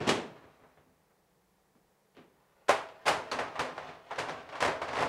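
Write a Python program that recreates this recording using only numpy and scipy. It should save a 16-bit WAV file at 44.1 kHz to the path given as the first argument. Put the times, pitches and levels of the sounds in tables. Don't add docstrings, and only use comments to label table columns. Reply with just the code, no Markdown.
import sys
import numpy as np
from scipy import signal
from scipy.fft import rfft, irfft
from scipy.io import wavfile

SR = 44100
rng = np.random.default_rng(int(sys.argv[2]) if len(sys.argv) > 2 else 0)


def to_wav(s):
    ch = np.atleast_2d(s).T
    pcm = np.round(np.clip(ch, -1, 1) * 32767)
    wavfile.write(sys.argv[1], SR, pcm.astype(np.int16))


N = 224407
SIZE = 32768
T = np.arange(SIZE) / SR

# (frequency [Hz], relative level [dB])
AIR_TONE = [(15, -49), (25, -14), (64, -3.5), (88, -14), (196, 1), (224, -14), (450, -3), (621, -9),
            (790, -7), (1420, -17), (1810, -15.5), (2700, -23), (15000, -27)]
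# (frequency [Hz], ring time [s])
TILE_ECHO = [(60, 0.65), (250, 0.61), (700, 0.49), (1800, 0.41), (4800, 0.35), (9000, 0.32), (15000, 0.24)]
# (time of full speed [s], run-up [s], hold [s], rubbing level [dB])
HAND_SHOVES = [(0, .1, 0.0071, -35.5), (3.45, 1.16, 0.44, -47.5), (4.17, 0.42, 0.22, -48.5),
               (4.6, 0.35, .13, -47), (4.92, 0.43, 0.099, -40)]
# (frequency [Hz], level [dB], ring time [s])
PING_NOTES = [(4110, -36.5, 0.066), (4440, -40, 0.1), (4630, -46, 0.17), (6030, -48, 0.12)]
# (frequency [Hz], level [dB], ring time [s])
CATCH_NOTES = [(407, -27.5, 0.19), (587, -17, 0.092), (720, -20, 0.1), (790, -21, 0.19), (1053, -17, 0.056)]
# (frequency [Hz], relative level [dB])
FRAME_TONE = [(30, -27.5), (70, -17.5), (130, -6), (250, -2), (430, -0.5), (700, -7), (1000, -8),
              (1400, -11.5), (2100, -11.5), (3100, -13), (4500, -18.5), (9000, -26.5), (12000, -35.5),
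              (15000, -42)]
# (frequency [Hz], relative level [dB], ring time [s])
FRAME_NOTES = [(147, -19, 0.54), (240.2, -13.5, 0.23), (331, -17.5, 0.35), (402, -15.5, .25),
               (441.5, -11.5, 0.37), (905, -17, .2), (1127, -16, 0.13), (2930, -15, 0.1)]
# (time [s], level [dB], low thump [dB], treble [dB], sharp crack [dB], slack [s])
FRAME_BUMPS = [(0.010, -40.5, 9, -10, -21, 0.011), (0.076, -30, 2.5, 2, -8, 0.0092),
               (0.091, -25, -14, 1, 3, .003), (0.117, -33, -1, -21, -1, .01),
               (1.752, -68.5, 3, -15, -8.5, .002), (2.150, -69.5, -3, 12, -10, 0.0067),
               (2.168, -55, -0.5, -5, -2, 0.0022), (2.190, -57.5, 3.5, -9.5, -13, .012)]
# (frequency [Hz], relative level [dB])
PANEL_TONE = [(45, -28.5), (75, -12.5), (155, -10), (205, -16), (300, -7.5), (450, -4), (620, -2),
              (1000, -2), (1400, -5), (2000, -8), (3500, -15), (7000, -23), (9700, -25), (12000, -30.5),
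              (15000, -39)]
# (frequency [Hz], relative level [dB], ring time [s])
PANEL_NOTES = [(154.2, -17, 0.23), (254, -12.5, .5), (420.3, -17, 0.45), (515.6, -19.5, 0.26),
               (573, -19, 0.32), (645, -18.5, 0.9), (690, -23, .35), (790, -27.5, 0.22),
               (1015, -18.5, 0.15), (1844, -17, 0.22), (2174, -18, 0.18)]
# (time [s], level [dB], low thump [dB], treble [dB], sharp crack [dB], slack [s])
PANEL_CLACKS = [ (0.365, -59.5, 9, 1, -11, .02), (0.440, -58.5, 14.5, -8, -8, 0.0097),
                (0.597, -64.5, 11.5, -25, -8.5, 0.0035), (0.636, -58, 7, -17, -10, 0.047),
                (0.775, -62.5, 13.5, -7.5, -12, 0.011), (0.872, -74.5, 22, -13.5, -8, .004),
                (1.105, -72, 3, -6, -8, .01), (2.6935, -23.5, -10.5, -2, 3.5, .011),
                (2.888, -61, -3, 15, 6.5, 0.00092), (3.066, -28, -2.5, 1.5, -9, .011),
                (3.081, -24.5, -4, 0.5, 3.5, 0.0051), (3.315, -33, -3, 1.5, -18, .001),
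                (3.350, -39.5, 3.5, -15, -9, 0.0094), (3.389, -30.5, -5, -7.5, -4, 0.0032),
                (3.556, -34.5, -19, -18, -4, 0.0018), (3.593, -29.5, -3, -1.5, -7, 0.00099),
                (3.779, -39, -11, -10.5, 6, 0.00088), (3.890, -50.5, 5.5, -3, -4, 0.0046),
                (4.112, -35.5, -10.5, -13.5, -6, 0.0089), (4.159, -52, -17, 9.5, 1, .001),
                (4.187, -31.5, -1.5, 0, -9, 0.0076), (4.292, -38, 4.5, -1.5, -14, 0.018),
                (4.490, -49.5, -6, 2.5, 3, 0.0015), (4.527, -41.5, -9, -12, -4, 0.0065),
                (4.554, -40, -11, -5.5, -12, 0.0098), (4.605, -33.5, -4, 3.5, -14, .002),
                (4.6255, -27, -3.5, -4.5, 2, .012), (4.648, -30.5, 0.5, -0.5, -16, 0.0039),
                (4.679, -31, -8, -10.5, -13, 0.0042), (4.817, -32, -7.5, -10.5, -13, 0.0029),
                (4.883, -39, -3, -4, -15, 0.0043)]


def gain(db):
    return 10 ** (np.asarray(db) / 20)


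def unit_energy(x):
    return x / np.sqrt(np.sum(x ** 2))


def curve(hz, values, size):
    return np.interp(np.log(np.fft.rfftfreq(size, 1 / SR) + 1), np.log(hz), values)


def shape_tone(x, gains):
    cepstrum = irfft(np.log(gains))
    cepstrum[1:SIZE // 2] *= 2
    cepstrum[SIZE // 2 + 1:] = 0
    return irfft(rfft(x) * np.exp(rfft(cepstrum)))


def fade(ring_s):
    return np.exp(-np.log(1000) * T / ring_s)


def place(sound, start_s):
    return np.pad(sound, (max(int(start_s * SR), 0), N))[:N]


def room_air(level_db=-70.5):
    tone = gain(curve(*np.transpose(AIR_TONE), N))
    noise = irfft(rfft(rng.standard_normal(N)) * tone, N)
    return unit_energy(noise) * np.sqrt(N) * gain(level_db)


def tile_echoes(count, build_s=0.0036):
    hz, ring_times = np.transpose(TILE_ECHO)
    noise = rfft(rng.standard_normal((count, SIZE)))
    echoes = sum(irfft(noise * curve(hz, band, SIZE)) * fade(ring_s)
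                 for band, ring_s in zip(np.eye(len(hz)), ring_times))
    return [unit_energy(echo * (1 - np.exp(-T / build_s))) for echo in echoes]


def rubbing_db(run_up_db=29, coast_db_per_s=114.5, sway_peak_s=0.16, sway_db=-53.5, sway_db_per_s=34.5):
    t = np.arange(N) / SR
    shoves = []
    for s, run_up_s, hold_s, db in HAND_SHOVES:
        run_up_drop = run_up_db * np.maximum(s - t, 0) / run_up_s
        coast_drop = coast_db_per_s * np.maximum(t - s - hold_s, 0)
        shoves.append(db - run_up_drop - coast_drop)
    sway = sway_db - sway_db_per_s * np.abs(t - sway_peak_s)
    return np.max(shoves + [sway], axis=0)


def runner_scrape(slips_per_s=320, scatter_db=3.5):
    slips = rng.random(N) < slips_per_s / SR
    strengths = gain(scatter_db * np.clip(rng.standard_normal(N), -2, 2))
    force = unit_energy(slips * strengths) * np.sqrt(N) * gain(rubbing_db())
    echoes = tile_echoes(count=12)
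    stretch = np.arange(N) * len(echoes) // N
    scrape = np.zeros(N)
    for k, echo in enumerate(echoes):
        one_slip = knock(PANEL_TONE, PANEL_NOTES, echo, db=-47, thump_db=1.5, treble_db=-3, crack_db=-4.5)
        here = stretch == k
        rubbing = signal.fftconvolve(force[here], unit_energy(one_slip))
        scrape += place(rubbing, np.argmax(here) / SR)
    return scrape


def twang(notes, start_s, lowest_hz=330):
    ring = sum(gain(db) * np.sin(2 * np.pi * hz * T) * fade(ring_s) for hz, db, ring_s in notes)
    bass_cut = signal.butter(3, lowest_hz, "high", fs=SR, output="sos")
    return place(signal.sosfilt(bass_cut, ring), start_s)


def knock(tone, notes, echo, db, thump_db, treble_db, crack_db, flutter_s=0.11, roughness=0.37,
          notes_db=-5.5, detune=0.007, thump_hz=360, treble_hz=3000, edge_hz=19000, stiffening=0.21):
    f = np.fft.rfftfreq(SIZE, 1 / SR)
    noise, chatter, tuning = rng.standard_normal((3, SIZE))
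    crack = irfft(np.exp(-1j * 0.7956 * np.sqrt(f)))
    unevenness = np.exp(roughness * np.repeat(chatter, 32)[:SIZE])
    flutter = unit_energy(noise * unevenness * fade(flutter_s))
    ring = np.zeros(SIZE)
    for offset, (hz, note_db, ring_s) in zip(tuning, notes):
        note = np.sin(2 * np.pi * hz * (1 + detune * offset) * T) * fade(ring_s)
        ring += np.sign(offset) * gain(note_db) * unit_energy(note)
    blow = gain(crack_db) * crack / 2 + flutter + gain(notes_db) * ring + echo
    body = gain(curve(*np.transpose(tone), SIZE))
    body /= np.sqrt(np.mean(body ** 2))
    thump = thump_db / (1 + (f / thump_hz) ** 4)
    treble = treble_db * f ** 2 / (f ** 2 + treble_hz ** 2)
    top_hz = edge_hz * gain(stiffening * db)
    top_cut = 1 / np.sqrt(1 + (f / top_hz) ** 6)
    return shape_tone(blow, body * gain(db + thump + treble) * top_cut)


def clatter(blows, first_touch_db=-12.5, touch_crack_db=-10,
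            bounce_s=0.011, bounce_db=-8, bounce_crack_db=-4.5):
    hits = []
    for s, db, thump_db, treble_db, crack_db, slack_s in blows:
        for gap in (1, 2 / 3, 1 / 3):
            hits.append((s - gap * slack_s, db + gap * first_touch_db,
                         thump_db, treble_db, touch_crack_db))
        hits.append((s, db, thump_db, treble_db, crack_db))
        hits.append((s + bounce_s, db + bounce_db, thump_db, treble_db, bounce_crack_db))
    return hits


def pile_up(count=6, uneven_s=0.003, treble_db=-7, crack_db=-4):
    first, last = (4.932, -35, -3), (5.025, -28, 2)  # (time [s], level [dB], low thump [dB])
    return [(s + uneven_s * rng.standard_normal(), db, thump_db, treble_db, crack_db)
            for s, db, thump_db in np.linspace(first, last, count)]


def door_knocks(hits, tone, notes, blow_s=0.0093):
    echoes = tile_echoes(count=len(hits))
    knocks = sum(place(knock(tone, notes, echo, *levels), s) for (s, *levels), echo in zip(hits, echoes))
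    return np.sqrt(blow_s * SR) * knocks


def scene():
    shutting = door_knocks(clatter(FRAME_BUMPS), FRAME_TONE, FRAME_NOTES)
    catch = twang(CATCH_NOTES, start_s=2.6932)
    runner_ping = twang(PING_NOTES, start_s=3.315)
    folding = door_knocks(clatter(PANEL_CLACKS) + pile_up(), PANEL_TONE, PANEL_NOTES)
    return (shutting + catch + runner_ping + folding + runner_scrape() + room_air())[None]


def record(dry, top_hz=15700):
    return signal.sosfilt(signal.ellip(10, 0.2, 70, top_hz, fs=SR, output="sos"), dry)


dry = scene()
out = record(dry)
to_wav(out)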